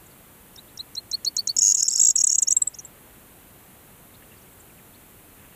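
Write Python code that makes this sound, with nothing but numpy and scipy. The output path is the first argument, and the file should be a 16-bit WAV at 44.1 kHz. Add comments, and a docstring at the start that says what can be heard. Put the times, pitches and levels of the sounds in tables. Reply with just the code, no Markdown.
"""A corn bunting sings once in an open field: tick-and-whistle notes that get quicker and louder, then a
jangle of very fast falls, rises and stutters with two trills, fading out in a few thin chips.
Its voice box (the syrinx) has two sides: one alone gives a clean tone, both together sound hoarse.
The song echoes off the stalks and the field. Far birds call over a soft rush of air and microphone
hiss, and a limiter turns the sound down at the loudest notes."""
import sys
import numpy as np
from scipy import signal
from scipy.fft import rfft, irfft, next_fast_len
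from scipy.io import wavfile
from scipy.ndimage import uniform_filter1d, map_coordinates

SR = 44100
rng = np.random.default_rng(int(sys.argv[2]) if len(sys.argv) > 2 else 0)


def inscribe(sig):
    """Save sig as 16-bit PCM at rate SR to the path in sys.argv[1].

    A 1-D sig is mono; a 2-D sig holds one channel per row.
    Samples are clipped to [-1, 1] before scaling.
    """
    pcm = np.round(np.clip(np.atleast_2d(sig).T, -1, 1) * 32767)
    wavfile.write(sys.argv[1], SR, pcm.astype(np.int16))


N = 244755
SPLIT_HZ, TOP_HZ = 4000, 15300  # where the air gives way to the hiss; upper edge of all sound


def bunting(rasp_db=-7):
    """The whole song. Notes flare as they slide through a resonance; noise rides on the hoarse ones."""
    # one note of each trill: (time into the note [s], pitch [Hz], level [dB])
    fast_note = [(0, 7120, -47), (.002, 6990, -2.5), (.0045, 6525, -0.5), (.0065, 6410, -0.5),
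                 (.0078, 5340, -9.5), (.0095, 4930, -11)]
    slow_note = [(0, 8000, -22), (.002, 7600, -0.5), (.006, 7380, 3), (.0085, 6610, -1), (0.01, 6400, -2.5),
                 (0.01, 5640, -11), (0.0135, 5640, -4.5)]
    # resonances that colour the song: (centre [Hz], width [Hz], level [dB])
    resonances = [(4420, 310, -12), (5656, 302, -7), (6717, 380, -3), (7600, 287, -3.5)]
    # colour of the rasping noise: (frequency [Hz], level [dB])
    rasp_colour = [(1500, -11), (3600, -36), (4700, -2.5), (5500, 16), (8700, -25.5), (10300, 3),
                   (11800, -3), (15000, -12)]
    fast = trill(fast_note, start_s=1.6167, period_s=0.01, count=11, second=0.67, under_db=-18.5)
    slow = trill(slow_note, start_s=1.9943, period_s=0.01755, count=7, second=0.53, under_db=-17.5)
    track = np.zeros((3, N))
    for s, db, sound in opening() + jangle() + fast + slow:  # a note is (time [s], level [dB], sound)
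        add(track, s, amp(db) * sound)
    tone, overtones, hoarseness = track
    body = lambda f: sum(amp(db) * 1j * f * width / (hz * hz - f * f + 1j * f * width)
                         for hz, width, db in resonances)
    rasp = amp(rasp_db) * hoarseness * noise(rasp_colour, 1250, TOP_HZ)
    return filtered(tone, body) + overtones + rasp


def syrinx(pitch, second, apart_hz=850, flutter=0.34, octave_db=-40):
    """The voice box, as rows: tone, weak octave, hoarseness. second (0-1) mixes in its second side."""
    share = np.clip(second, 0, 1) * np.ones(len(pitch))
    hoarseness = share ** 2
    phase = phase_of(pitch, jitter=0.003 + 0.06 * hoarseness)
    # the second side sounds a little higher, unsteadily, and beats with the first
    other_side = np.sin(phase_of(pitch + apart_hz, jitter=0.044))
    other_side *= 1 + flutter * wobble(1500, size=len(pitch))
    tone = np.sqrt(1 - hoarseness) * np.sin(phase) + share * other_side
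    return np.array([tone, amp(octave_db) * np.sin(2 * phase), hoarseness])


def opening():
    """With more effort the ticks get louder and higher, the whistle earlier, longer and higher."""
    # each a double tick and a whistle: (time [s], effort [0-1], whistle level [dB])
    opening_notes = [(0.5599, 0.09, -22.5), (0.7739, 0.34, -13), (0.9516, 0.49, -10.5), (1.114, .73, -8),
                     (1.2475, 0.88, -6.5), (1.3659, 1, -7), (1.4726, 1, -7.5)]
    notes = []
    for s, effort, db in opening_notes:
        by_effort = lambda soft, hard: soft + effort * (hard - soft)
        notes += double_tick(s, hz=by_effort(5320, 6265), db=by_effort(-28, -3.5))
        sound = whistle(length=by_effort(0.0205, 0.031), start_hz=by_effort(3740, 3930),
                        middle_hz=by_effort(3684, 4444), end_hz=by_effort(4240, 4610), db=db)
        notes.append((s + by_effort(0.017, 0.0106), db, sound))
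    return notes


def whistle(length, start_hz, middle_hz, end_hz, db, octave_db=-35, third_db=-22, hook_hz=450):
    """A clean rising whistle that swells, then stops with a small downward hook."""
    pitch, puff = arc(length, start_hz, middle_hz, end_hz, taper=0.53, lean=1.4)
    time_left = np.arange(len(pitch))[::-1] / SR
    hook = hook_hz * np.exp(-time_left / 0.0015)
    phase = phase_of(pitch - hook, jitter=0.0065)
    # the overtone at three times the pitch appears only as the bird sings harder
    overtones = amp(octave_db) * np.sin(2 * phase) + amp(third_db + 2 * db) * np.sin(3 * phase)
    return puff * np.array([np.sin(phase), overtones, np.zeros(len(phase))])


def tick(hz, fall_hz=1900, length=0.0022):
    """A downward sweep so short that it sounds like a tick."""
    pitch, puff = arc(length, hz + fall_hz / 2, hz, hz - fall_hz / 2, taper=0.54)
    return puff * syrinx(pitch, second=0.077)


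def double_tick(s, hz, db, gap_s=0.0029, first_db=-3):
    """Two ticks, the first one weaker."""
    return [(s, db + first_db, tick(hz)), (s + gap_s, db, tick(hz))]


def jangle():
    """All the quick notes after the opening, apart from the trills."""
    # double ticks, each followed by a softer burr: (time [s], level [dB])
    ticks = [(1.5653, -4.5), (1.7694, -6), (1.7788, -3.5), (1.787, -7.5), (1.795, -3.5), (1.8032, -1.5)]
    # rising notes: (time [s], length [s], start [Hz], end [Hz], level [dB], second side [0-1])
    rises = [(1.606, 0.0091, 5200, 6360, -5, 0.17), (1.819, 0.016, 5170, 8470, 1, 0.3),
             (1.949, .014, 5200, 8020, -2, 0.23), (2.469, 0.019, 5320, 7600, -3, 0.1),
             (2.512, .0185, 5630, 8330, 0.5, 0.12), (2.734, .018, 4820, 7230, -24, .12)]
    # hoarse low notes: (time [s], length [s], pitch [Hz], slide [Hz], level [dB])
    burrs = [(1.58, 0.012, 5400, 695, -12), (1.839, 0.0088, 5290, -600, -7.5),
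             (1.847, 0.015, 5380, 800, -8.5), (1.862, 0.011, 5330, 300, -8),
             (1.893, 0.018, 4640, 446, -13.5), (1.909, 0.017, 5250, -400, -15),
             (1.926, .007, 5360, -50, -5.5), (1.936, 0.013, 5350, -600, -9.5),
             (1.961, 0.017, 4820, -400, -8.5), (1.98, .013, 5330, -250, -6)]
    # closing chips that dip and come back up: (time [s], length [s], low pitch [Hz], level [dB])
    chips = [(2.5647, 0.0093, 7460, 0.5), (2.6169, .0115, 7690, -3.5), (2.6708, .011, 7670, -10),
             (2.786, 0.017, 5840, -17), (2.847, 0.012, 7310, -25.5)]
    notes = crossings() + falls() + stutters()
    for s, db in ticks:
        notes += double_tick(s, hz=6550, db=db)
        notes.append((s + 0.0024, db - 6, burr(length=0.0062, hz=5310, slide_hz=-500)))
    for s, length, start_hz, end_hz, db, second in rises:
        notes.append((s, db, rise(length, start_hz, end_hz, second, curl=2.8, low_db=-4.5)))
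    for s, length, hz, slide_hz, db in burrs:
        notes.append((s, db, burr(length, hz, slide_hz)))
    for s, length, hz, db in chips:
        notes.append((s, db, glide(length, hz + 1100, hz, hz + 950, second=0.05, lean=0.97)))
    return notes


def crossings(length=0.0091, lag_s=0.003):
    """The high voice comes down; a moment later the low voice climbs through it."""
    # pairs of crossing notes: (time [s], level [dB])
    pairs = [(1.5858, -2.5), (1.744, -1), (1.8798, 0)]
    notes = []
    for s, db in pairs:
        down = glide(length, start_hz=7880, middle_hz=6940, end_hz=6850, second=0.11, lean=0.64)
        up = glide(length, start_hz=5160, middle_hz=6460, end_hz=8000, second=0.18, lean=1.16)
        notes += [(s, db, down), (s + lag_s, db, up)]
    return notes


def falls(held_db=-7, held_hz=5920, overlap_s=0.002):
    """Each fall steepens on its way down; some land on a softer held tone."""
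    # falling notes: (time [s], length [s], start [Hz], end [Hz], level [dB], held tone [s])
    falling_notes = [(1.905, 0.0054, 7600, 7200, -7.5, 0), (1.911, 0.0039, 7600, 6460, -5, 0.0012),
                     (1.92, .006, 7900, 6800, -8, 0), (1.9346, 0.0046, 7920, 5800, -5, 0),
                     (1.977, 0.0036, 7950, 6130, -6, 0.0011), (2.1541, .0125, 8300, 6050, -1, 0.002),
                     (2.236, 0.012, 8454, 5920, 1, .008), (2.2666, 0.011, 8620, 5800, 0.5, 0.0096),
                     (2.38, 0.011, 8350, 5800, 1, 0.0107), (2.419, 0.014, 8360, 5900, -0.5, 0.0087),
                     (2.504, 0.0084, 8340, 6600, -4, 0.015)]
    notes = []
    for s, length, start_hz, end_hz, db, held_s in falling_notes:
        middle_hz = start_hz + 0.34 * (end_hz - start_hz)
        notes.append((s, db, glide(length, start_hz, middle_hz, end_hz, second=0.12, lean=1.2)))
        if held_s > 0:
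            held = glide(held_s + overlap_s, held_hz, held_hz, held_hz, second=0.046, lean=0.5)
            notes.append((s + length - overlap_s, db + held_db, held))
    return notes


def stutters(tick_count=3, gap_s=0.0036, rise_delay_s=0.0048):
    """Evenly spaced ticks run into a rising note."""
    # stuttered notes: (time [s], length [s], tick level [dB], rise level [dB],
    # rise start [Hz], rise end [Hz], second side [0-1])
    stuttered_notes = [(2.1712, .0215, -12, 0, 5380, 7180, 0.22), (2.202, 0.017, -4, 0.5, 5480, 7230, .25),
                       (2.2862, 0.019, -13, -0.5, 5400, 7960, 0.27),
                       (2.3149, .018, -5.5, -0.5, 5500, 8520, 0.16),
                       (2.3422, 0.017, -7, 1, 5650, 8400, 0.24)]
    notes = []
    for s, length, tick_db, rise_db, start_hz, end_hz, second in stuttered_notes:
        notes += [(s + i * gap_s, tick_db, tick(hz=6910)) for i in range(tick_count)]
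        sound = rise(length - rise_delay_s, start_hz, end_hz, second, curl=3.4, low_db=-5.5)
        notes.append((s + rise_delay_s, rise_db, sound))
    return notes


def trill(note, start_s, period_s, count, second, under_db, pitch_spread=0.0148):
    """A falling note repeats, never quite alike, and roughens as it falls; a soft voice rises under it."""
    times, hz, db = np.transpose(note)
    length = times[-1]
    t = np.arange(round(length * SR)) / SR
    puff = amp(np.interp(t, times, db)) * signal.windows.tukey(len(t), 0.15)
    notes = []
    for s in start_s + period_s * np.arange(count):
        pitch = np.interp(t, times, hz) * (1 + pitch_spread * rng.standard_normal())
        high = puff * syrinx(pitch, second * (t / t[-1]) ** 2)
        low = glide(length, start_hz=4320, middle_hz=4720, end_hz=5480, second=0.29, lean=2.2)
        notes += [(s, 0, high), (s, under_db, low)]
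    return notes


def rise(length, start_hz, end_hz, second, curl, low_db):
    """Swells on its low pitch, then hooks upward with a push of air; more curl makes the hook later."""
    progress = np.linspace(0, 1, round(length * SR))
    push = np.exp(-((progress - 0.78) / 0.16) ** 2)
    fade_in, fade_out = progress / 0.45, (1 - progress) / 0.12
    puff = amp(low_db * (1 - push)) * np.minimum(1, np.minimum(fade_in, fade_out))
    pitch = start_hz + (end_hz - start_hz) * progress ** curl
    return puff * syrinx(pitch, second)


def burr(length, hz, slide_hz):
    """A short hoarse slide of the low voice."""
    return glide(length, hz - slide_hz / 2, hz, hz + slide_hz / 2, second=0.34, lean=1.36)


def glide(length, start_hz, middle_hz, end_hz, second, lean):
    """One sliding note, sung on a single puff of air."""
    pitch, puff = arc(length, start_hz, middle_hz, end_hz, taper=0.75, lean=lean)
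    return puff * syrinx(pitch, second)


def echoes(x, decay_s, delay_s):
    """Many tiny reflections that start after a delay and fade by 60 dB in decay_s."""
    t = np.arange(SR // 2) / SR
    tail = rng.standard_normal(len(t)) * amp(-60 * t / decay_s) * (t > delay_s)
    return signal.fftconvolve(x, tail / np.linalg.norm(tail))[:N]


def far_birds():
    """Faint sliding calls from across the field."""
    # far calls: (time [s], length [s], middle pitch [Hz], slide [Hz], level [dB])
    calls = [(.062, 0.011, 7460, -900, -49.5), (0.11, .016, 4530, -800, -59), (.673, 0.029, 3670, 980, -59),
             (4.14, .021, 3850, 890, -54), (4.222, .025, 2760, -100, -58), (4.315, 0.013, 2800, -60, -51.5),
             (4.368, .018, 4670, -900, -60.5), (4.415, 0.016, 6040, 900, -59),
             (4.53, .009, 7900, -570, -53), (4.598, .016, 7660, -1100, -48.5),
             (4.695, .019, 2430, -900, -55), (4.776, .032, 2300, -1700, -55.5),
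             (4.936, 0.028, 4035, 1200, -57)]
    track = np.zeros(N)
    for s, length, hz, slide_hz, db in calls:
        pitch, puff = arc(length, hz - slide_hz / 2, hz, hz + slide_hz / 2, taper=0.21)
        add(track, s, amp(db) * puff * np.sin(phase_of(pitch, jitter=0.049)))
    return track


def far_rasps(buzz_hz=130):
    """Hoarse far birds: short bursts of noise that pulse fast enough to buzz."""
    # hoarse calls: (time [s], length [s], level [dB])
    calls = [(4.217, 0.022, -56.5), (4.3, 0.053, -60), (5.368, 0.11, -60.5), (5.44, 0.032, -63),
             (5.52, .028, -57.5)]
    # their colour: (frequency [Hz], level [dB])
    colour = [(1200, -10), (1700, 1.5), (2300, -8.5), (2800, -0.5), (3200, -17)]
    loudness = np.zeros(N)
    for s, length, db in calls:
        add(loudness, s, amp(db) * signal.windows.tukey(round(length * SR), 0.5))
    buzz = 1 + np.sin(phase_of(np.full(N, buzz_hz), jitter=0.17))
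    return loudness * unit(buzz * noise(colour, 1000, 3600))


def rushing_air():
    """A soft low rush of air that swells slightly as the song ends."""
    # colour of the air: (frequency [Hz], level [dB])
    colour = [(15, -37), (25, -5.5), (53, -1), (109, 0.5), (142, -1.5), (181, -1), (257, -3.5), (344, -5),
              (543, -8.5), (769, -10), (833, -10.5), (2780, -16.5), (5010, -24), (7480, -21), (15000, -16)]
    # its loudness: (time [s], level [dB])
    levels = [(0, -52.5), (2.45, -52.5), (2.95, -51.5), (3.6, -52.5), (5.55, -52.5)]
    db = np.interp(np.arange(N) / SR, *np.transpose(levels))
    return amp(db) * noise(colour, 13.8, SPLIT_HZ)


def microphone_hiss(db=-54):
    """The microphone's own steady, high noise."""
    # colour of the hiss: (frequency [Hz], level [dB])
    colour = [(1760, -34), (3000, -8), (4100, -6), (5090, -13), (6200, -8.5), (7450, -3.5), (8190, -2.5),
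              (14300, 2), (15200, -3)]
    return amp(db) * noise(colour, SPLIT_HZ, TOP_HZ)


def limiter(x, ceiling_db=-7, release_s=0.13):
    """Turns the sound down at once on peaks and lets it back up slowly."""
    over_db = np.maximum(20 * np.log10(np.abs(x) + 1e-9) - ceiling_db, 0)
    fade = np.exp(-np.arange(N) / SR / release_s)
    held_db = np.maximum.accumulate(over_db / fade) * fade
    return x * amp(-uniform_filter1d(held_db, size=32))


def side_tones(x, other_rate_hz=48000, ripple_db=-7.5):
    """Changing sample rate along straight lines errs most between samples: high notes gain side tones."""
    between = np.arange(N) * (other_rate_hz - SR) / SR % 1
    curvature = np.convolve(x, [1, -2, 1], "same")
    error = between * (1 - between)
    return x + amp(ripple_db) * curvature * (error - error.mean())


def arc(length, start_hz, middle_hz, end_hz, taper, lean=1):
    """A pitch bent through three points, and its puff of air; lean over 1 makes the puff peak late."""
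    progress = np.linspace(0, 1, max(round(length * SR), 8))
    curve = np.polyfit([0, 0.5, 1], [start_hz, middle_hz, end_hz], 2)
    puff = np.abs(np.sin(np.pi * progress ** lean)) ** taper
    return np.polyval(curve, progress), puff


def phase_of(pitch, jitter):
    """How far a vibration has turned, in radians; jitter makes its pitch unsteady."""
    unsteady_pitch = pitch * (1 + jitter * wobble(1540, size=len(pitch)))
    return 2 * np.pi * np.cumsum(unsteady_pitch) / SR


def wobble(rate, size):
    """A smooth curve through random points, rate of them a second."""
    return map_coordinates(rng.standard_normal(int(size * rate / SR) + 4), [np.arange(size) * rate / SR])


def noise(colour, low_hz, high_hz):
    """Noise of strength 1 with the given colour between two frequencies."""
    hz, db = np.transpose(colour)
    gain = lambda f: amp(np.interp(np.log(f + 1), np.log(hz), db)) * (f > low_hz) * (f < high_hz)
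    return unit(filtered(rng.standard_normal(N), gain))


def filtered(x, response):
    """Multiplies each frequency in a sound by response(frequency)."""
    size = next_fast_len(N + SR // 2)
    return irfft(rfft(x, size) * response(np.fft.rfftfreq(size, 1 / SR)), size)[:N]


def add(track, s, sound):
    """Mixes a sound into a track at s seconds."""
    track[..., round(s * SR):][..., :sound.shape[-1]] += sound


def amp(db):
    """Turns decibels into a multiplier."""
    return 10 ** (np.asarray(db) / 20)


def unit(x):
    """Scales a sound to an average strength (rms) of 1."""
    return x / np.sqrt(np.mean(x ** 2) + 1e-20)


def scene(song_db=1):
    """The song, its echoes from near stalks and the open field, and the background."""
    song = amp(song_db) * bunting()
    stalks = amp(-15) * echoes(song, decay_s=0.048, delay_s=0.0026)
    field = amp(-43) * echoes(song, decay_s=1.0, delay_s=0.043)
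    background = rushing_air() + microphone_hiss() + far_birds() + far_rasps()
    return (song + stalks + field + background)[None]


def record(dry):
    """Limits the peaks, adds faint side tones and cuts off the highest treble."""
    return filtered(side_tones(limiter(dry[0])), lambda hz: hz < TOP_HZ)[None]


dry = scene()
out = record(dry)
inscribe(out)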